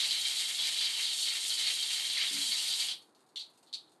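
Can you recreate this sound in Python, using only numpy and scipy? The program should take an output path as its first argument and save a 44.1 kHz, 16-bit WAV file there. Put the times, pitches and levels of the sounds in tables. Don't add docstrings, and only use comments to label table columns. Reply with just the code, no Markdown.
import sys
import numpy as np
from scipy import signal
from scipy.fft import rfft, irfft
from scipy.io import wavfile

SR = 44100
rng = np.random.default_rng(int(sys.argv[2]) if len(sys.argv) > 2 else 0)


def int16_out(signal):
    q = np.round(np.clip(np.atleast_2d(signal).T, -1, 1) * 32767)
    wavfile.write(sys.argv[1], SR, q.astype(np.int16))


N = 176400
SHUT_S, PATTER_FALL_DB_PER_S = 2.916, 902


def amp(db):
    return 10 ** (np.asarray(db) / 20)


def unit_rms(x):
    return x / np.sqrt(np.mean(x ** 2) + 1e-20)


def unit_energy(x):
    return x / (np.linalg.norm(x) + 1e-12)


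def at_hz(points, hz):
    known_hz, values = np.transpose(points)
    return np.interp(np.log(hz + 1), np.log(known_hz + 1), values)


def add(mix, start_s, sound):
    part = mix[max(round(start_s * SR), 0):][:len(sound)]
    part += sound[:len(part)]


def stream_level(curve, fall_db_per_s=PATTER_FALL_DB_PER_S):
    t = np.arange(N) / SR
    db = np.interp(t + 0.01, *np.transpose(curve))
    return amp(db - fall_db_per_s * np.maximum(t - SHUT_S, 0))


def drops(per_s, spread_db):
    hits = rng.random(N) < per_s / SR
    size = np.minimum(rng.exponential(1, N), 4)
    sign = rng.choice([-1, 1], N)
    return unit_rms(hits * sign * amp(spread_db * size))


def bursts(rows, flatten_s=0.00035, droplets_per_s=2500, size=4096):
    out, t = np.zeros(N), np.arange(size) / SR
    for start_s, db, scatter_s in rows:
        droplets = rng.standard_normal(size) * (rng.random(size) < droplets_per_s / SR)
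        envelope = np.minimum(t / flatten_s, 1) ** 2 * np.exp(-t / scatter_s)
        add(out, start_s, amp(db) * unit_energy(droplets * envelope))
    return out


# frequency in Hz, time to fall 60 dB in seconds.
REVERB_TIMES = [(200, 0.66), (1500, 0.24), (4000, 0.23), (7000, 0.17), (11000, 0.31)]
def bathroom(x, size=22050, echo_count=12, echo_span_s=0.018, echo_db=2.5, tail_db=2):
    reflections = rng.standard_normal(size) * (rng.random(size) < 1 / 12)
    hz, t, spectrum = signal.stft(reflections, SR, nperseg=256)
    decay = amp(-60 * t / at_hz(REVERB_TIMES, hz)[:, None])
    build_up = 1 - np.exp(-t / 0.006)
    tail = signal.istft(spectrum * decay * build_up, SR)[1][:size]
    echoes = np.zeros(size)
    places = (np.arange(echo_count) + rng.random(echo_count)) / echo_count
    for place, sign in zip(places, rng.choice([-1, 1], echo_count)):
        add(echoes, 0.001005 + place * echo_span_s, np.array([sign * np.exp(-place / 2)]))
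    response = amp(tail_db) * unit_energy(tail) + amp(echo_db) * unit_energy(echoes)
    response[0] += 1
    return signal.oaconvolve(x, unit_energy(response))[:N]


def landing(clicks, colour, spots, size=2048):
    spot = rng.integers(0, spots, N)
    echoed = sum(bathroom(clicks * (spot == k)) for k in range(spots))
    log_gain = np.log(amp(at_hz(colour, abs(np.fft.fftfreq(size, 1 / SR)))))
    ring = np.fft.ifft(np.exp(np.conj(signal.hilbert(log_gain)))).real[:size // 2]
    return signal.oaconvolve(echoed, unit_energy(ring))[:N]


# frequency in Hz, relative level in dB.
AIR_SPECTRUM = [(20, -54), (45, -38), (80, -27), (115, -10), (180, -8.5), (340, -1), (600, -7.5),
                (750, -3.5), (1050, -7), (1340, -11), (2600, -25), (3400, -42), (6000, -65)]
def room_noise():
    gain = amp(at_hz(AIR_SPECTRUM, np.fft.rfftfreq(N, 1 / SR)))
    return amp(-69) * unit_rms(irfft(rfft(rng.standard_normal(N)) * gain, N))


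# time in seconds, relative level in dB.
STREAM_CURVE = [(0.0, -32), (0.14, -33), (0.24, -34), (0.27, -34), (0.35, -33.5), (0.4, -32.5),
                (0.5, -35.5), (0.585, -39), (0.6, -28.5), (0.72, -36), (0.76, -32), (0.86, -32),
                (0.92, -35.5), (1.0, -36.5), (1.03, -32), (1.14, -33.5), (1.17, -37), (1.19, -38),
                (1.29, -30), (1.33, -37), (1.41, -39.5), (1.52, -32), (1.57, -36.5), (1.6, -30.5),
                (1.7, -33.5), (1.74, -32.5), (1.88, -36.5), (1.92, -33), (2.02, -35.5), (2.12, -34.5),
                (2.155, -33.5), (2.19, -32.5), (2.26, -32), (2.3, -35), (2.42, -32.5), (2.67, -33.5),
                (2.75, -30), (2.77, -38.5), (2.81, -28), (2.87, -39), (2.91, -35)]
# start in seconds, relative level in dB, bubble pitch in Hz.
HARD_SLAPS = [(.001, -0.5, 3670), (0.012, -7, 4300), (.031, -6, 4440), (.042, -7.5, 3960),
              (.109, -2.5, 4070), (0.169, -5.5, 3930), (.252, -4, 3900), (.312, -14, 4160),
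              (0.37, -8, 4100), (.547, -8.5, 3410), (0.596, -13, 3400), (.645, -7, 3960), (0.671, -7, 4500),
              (.811, -4.5, 3530), (.844, -2, 3870), (0.857, -5.5, 4560), (0.972, -5, 3960),
              (1.013, -8.5, 3880), (1.101, -16, 3430), (1.187, -4, 3680), (1.228, -4.5, 3830),
              (1.253, -9, 3380), (1.351, -6, 3770), (1.368, -8, 4400), (1.45, -5.5, 3570),
              (1.504, -5, 4280), (1.582, -15, 4050), (1.61, -6, 3880), (1.638, -11, 4300),
              (1.667, -1, 4390), (1.7, -3.5, 3200), (1.827, -4.5, 4430), (1.932, -7.5, 3950),
              (1.997, -7.5, 3140), (2.051, -8, 3080), (2.1, -5, 4410), (2.178, -4.5, 4440),
              (2.214, -3.5, 3040), (2.358, -13, 3600), (2.415, -7, 3320), (2.52, -2.5, 4510),
              (2.647, -15, 3410), (2.672, -7, 4500), (2.736, -10, 3960), (2.795, -8, 4410),
              (2.885, -4.5, 3350), (2.9, -20, 3720)]
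# frequency in Hz, relative level in dB.
PATTER_SPECTRUM = [(60, -55), (105, -37.5), (140, -26.5), (200, -29.5), (400, -29), (800, -22), (1400, -20),
                   (2100, -17.5), (2550, -10.5), (3100, -1), (3550, 0.5), (3900, 1), (4500, 1.5),
                   (4900, -5), (5400, -8.5), (7000, -17), (12000, -38)]
def patter():
    rain = amp(-4) * stream_level(STREAM_CURVE) * drops(per_s=900, spread_db=3)
    slaps = bursts([(s, db - 3, 0.0021) for s, db, _ in HARD_SLAPS])
    return landing(rain + slaps, PATTER_SPECTRUM, spots=4)


# time in seconds, relative level in dB.
HOLLOW_CURVE = [(0.0, -44), (0.24, -49.5), (0.5, -49.5), (0.62, -47), (1.1, -47), (1.18, -55),
                (1.29, -44.5), (1.42, -51), (1.56, -52), (1.7, -46), (1.76, -52), (1.95, -47), (2.14, -48),
                (2.24, -41.5), (2.3, -45), (2.6, -48.5), (2.93, -51)]
# start in seconds, relative level in dB, bubble pitch in Hz.
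HOLLOW_SLAPS = [(0.254, -10.5, 2310), (1.604, -15.5, 2100), (1.668, -10, 2160), (2.167, -8.5, 2110),
                (2.214, -17, 2230), (2.527, -14, 2200)]
# frequency in Hz, relative level in dB.
HOLLOW_SPECTRUM = [(200, -41.5), (700, -17), (1400, -11), (1800, -2.5), (2150, 5.5), (2600, 1), (3200, 6),
                   (4200, -35.5), (8000, -30)]
def hollow_patter():
    rain = amp(2) * stream_level(HOLLOW_CURVE) * drops(per_s=260, spread_db=4)
    slaps = bursts([(s, db - 4.5, 0.0055) for s, db, _ in HOLLOW_SLAPS])
    return landing(rain + slaps, HOLLOW_SPECTRUM, spots=3)


def ping(hz, t60_s, rise_per_s=1.4):
    t = np.arange(3000) / SR
    tone = np.sin(2 * np.pi * hz * t * (1 + rise_per_s * t / 2))
    attack = 1 - np.exp(-hz * t)
    return unit_energy(tone * attack * amp(-60 * t / t60_s))


def bubbles(low_hz=2950, high_hz=4850, sizes=30):
    out = np.zeros(N)
    clicks = amp(-6.5) * stream_level(STREAM_CURVE) * drops(per_s=150, spread_db=1.5)
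    size = rng.integers(0, sizes, N)
    for k, hz in enumerate(np.geomspace(low_hz, high_hz, sizes)):
        ring = ping(hz, t60_s=0.046)
        for at in np.flatnonzero(clicks * (size == k)):
            add(out, at / SR, clicks[at] * ring)
    return bathroom(out)


# frequency in Hz, bandwidth in Hz, added gain as a ratio.
LANDING_MODES = [(2170, 24, 0.15), (2336, 22, 0.51), (2767, 41, 0.78), (3170, 46, 0.48), (3410, 19, 0.92),
                 (3816, 35, 0.69), (3960, 25, 0.91), (4430, 25, 0.94), (4600, 34, 0.21), (4970, 24, 0.26)]
def ringing(x):
    return x + sum(boost * signal.lfilter(*signal.iirpeak(hz, hz / width, fs=SR), x)
                   for hz, width, boost in LANDING_MODES)


def plinks(slaps, gain_db):
    out = np.zeros(N)
    for start_s, db, hz in slaps:
        plink = bathroom(ping(hz, t60_s=0.026), size=8000)
        add(out, start_s, amp(db + gain_db) * unit_energy(plink))
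    return out


# time in seconds, relative level in dB.
SPRAY_CURVE = [(0.0, -35), (0.06, -40.5), (0.79, -40), (0.93, -43.5), (1.23, -37.5), (1.39, -41.5),
               (1.49, -37), (1.58, -42.5), (1.6, -37), (1.61, -41), (1.91, -40.5), (1.94, -35.5),
               (1.98, -42), (2.32, -42), (2.34, -38.5), (2.79, -40), (2.8, -36.5), (2.93, -49)]
# frequency in Hz, relative level in dB.
SPRAY_SPECTRUM = [(1000, -30), (3500, -6.5), (5200, -0.5), (6000, 0.5), (7000, 3.5), (7600, 2.5), (8600, 5),
                  (9700, -4), (11000, -3), (12000, -6)]
def spray():
    level = amp(1.4) * stream_level(SPRAY_CURVE, fall_db_per_s=598)
    return landing(level * drops(per_s=2800, spread_db=5), SPRAY_SPECTRUM, spots=6)


# start in seconds, relative level in dB, tilt in dB per octave.
LEVER_JOLTS = [(2.308, 0, 17), (2.327, -1, 12), (2.343, 0.5, -6), (2.378, 1, 0), (2.445, -7, 4),
               (2.486, -5.5, -1)]
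# frequency in Hz, base level in dB, time to fall 60 dB in seconds.
LEVER_MODES = [(284.4, -54, 0.38), (215.4, -54, 0.24), (396, -60.5, 0.13), (171, -64, 0.22)]
def lever_bump(rise_s=0.0017):
    out, t = np.zeros(N), np.arange(SR // 2) / SR
    pivot_hz = LEVER_MODES[0][0]
    for start_s, jolt_db, tilt_db in LEVER_JOLTS:
        for hz, db, t60_s in LEVER_MODES:
            level = amp(db + jolt_db + tilt_db * np.log2(hz / pivot_hz))
            envelope = (1 - np.exp(-t / rise_s)) * amp(-60 * t / t60_s)
            add(out, start_s, level * envelope * np.sin(2 * np.pi * (hz * t + rng.random())))
    return out


# start in seconds, relative level in dB.
LATE_DRIPS = [(3.02, -33.5), (3.149, -36.5), (3.29, -41), (3.50, -38), (3.535, -41), (3.575, -34.5),
              (3.628, -35), (3.918, -39)]
# frequency in Hz, relative level in dB.
DRIP_SPECTRUM = [(1000, -25), (2600, -10), (3300, -4), (4400, 1.5), (5400, -10.5), (6800, -5.5),
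                 (7700, -7.5), (8700, -2.5), (9800, -10.5), (12000, -10.5)]
def drips():
    trickle = amp(-73.5) * drops(per_s=200, spread_db=3)
    ticks = bursts([(s, db, 0.0055) for s, db in LATE_DRIPS])
    return landing(trickle + ticks, DRIP_SPECTRUM, spots=2)


# start in seconds, relative level in dB, scatter time in seconds, pitch ratio.
LATE_LUMPS = [(3.358, -11, 0.0018, 0.9), (3.369, -10.5, 0.003, 0.93), (3.39, -9.5, 0.018, 0.98),
              (3.728, -12.5, 0.0019, 1.0), (3.735, -7, 0.0096, 1.0), (3.669, -33, 0.032, 0.96),
              (3.87, -39, 0.0045, 0.92)]
# frequency in Hz, relative level in dB.
SPLASH_SPECTRUM = [(100, -49), (500, -35), (1500, -36), (2100, -25.5), (2650, -20.5), (3250, -7),
                   (3850, -0.5), (4500, 3.5), (5250, -15), (6200, -16.5), (7200, -20), (8700, -22.5),
                   (9900, -27.5), (12000, -36)]
def splashes():
    snaps = bursts([(s, db - 20, 0.0015) for s, db, _, _ in LATE_LUMPS])
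    out = landing(snaps, SPRAY_SPECTRUM, spots=2)
    for start_s, db, scatter_s, pitch in LATE_LUMPS:
        spatter = bursts([(start_s, 0, scatter_s)], flatten_s=0.0019)
        colour = [(hz * pitch, level) for hz, level in SPLASH_SPECTRUM]
        out += amp(db) * unit_energy(landing(spatter, colour, spots=3))
    return out


def scene():
    stream = ringing(patter() + hollow_patter() + bubbles())
    stream += plinks(HARD_SLAPS, gain_db=-5.5) + plinks(HOLLOW_SLAPS, gain_db=-2.5) + spray()
    mono = stream + splashes() + drips() + lever_bump() + room_noise()
    return np.array([mono, mono])


def record(dry, low_cut_hz=68, high_cut_hz=12050):
    highpass = signal.butter(3, low_cut_hz, "highpass", fs=SR, output="sos")
    lowpass = signal.firwin(511, high_cut_hz, window=("kaiser", 9), fs=SR)
    return signal.oaconvolve(signal.sosfilt(highpass, dry), lowpass[None], "same")


dry = scene()
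out = record(dry)
int16_out(out)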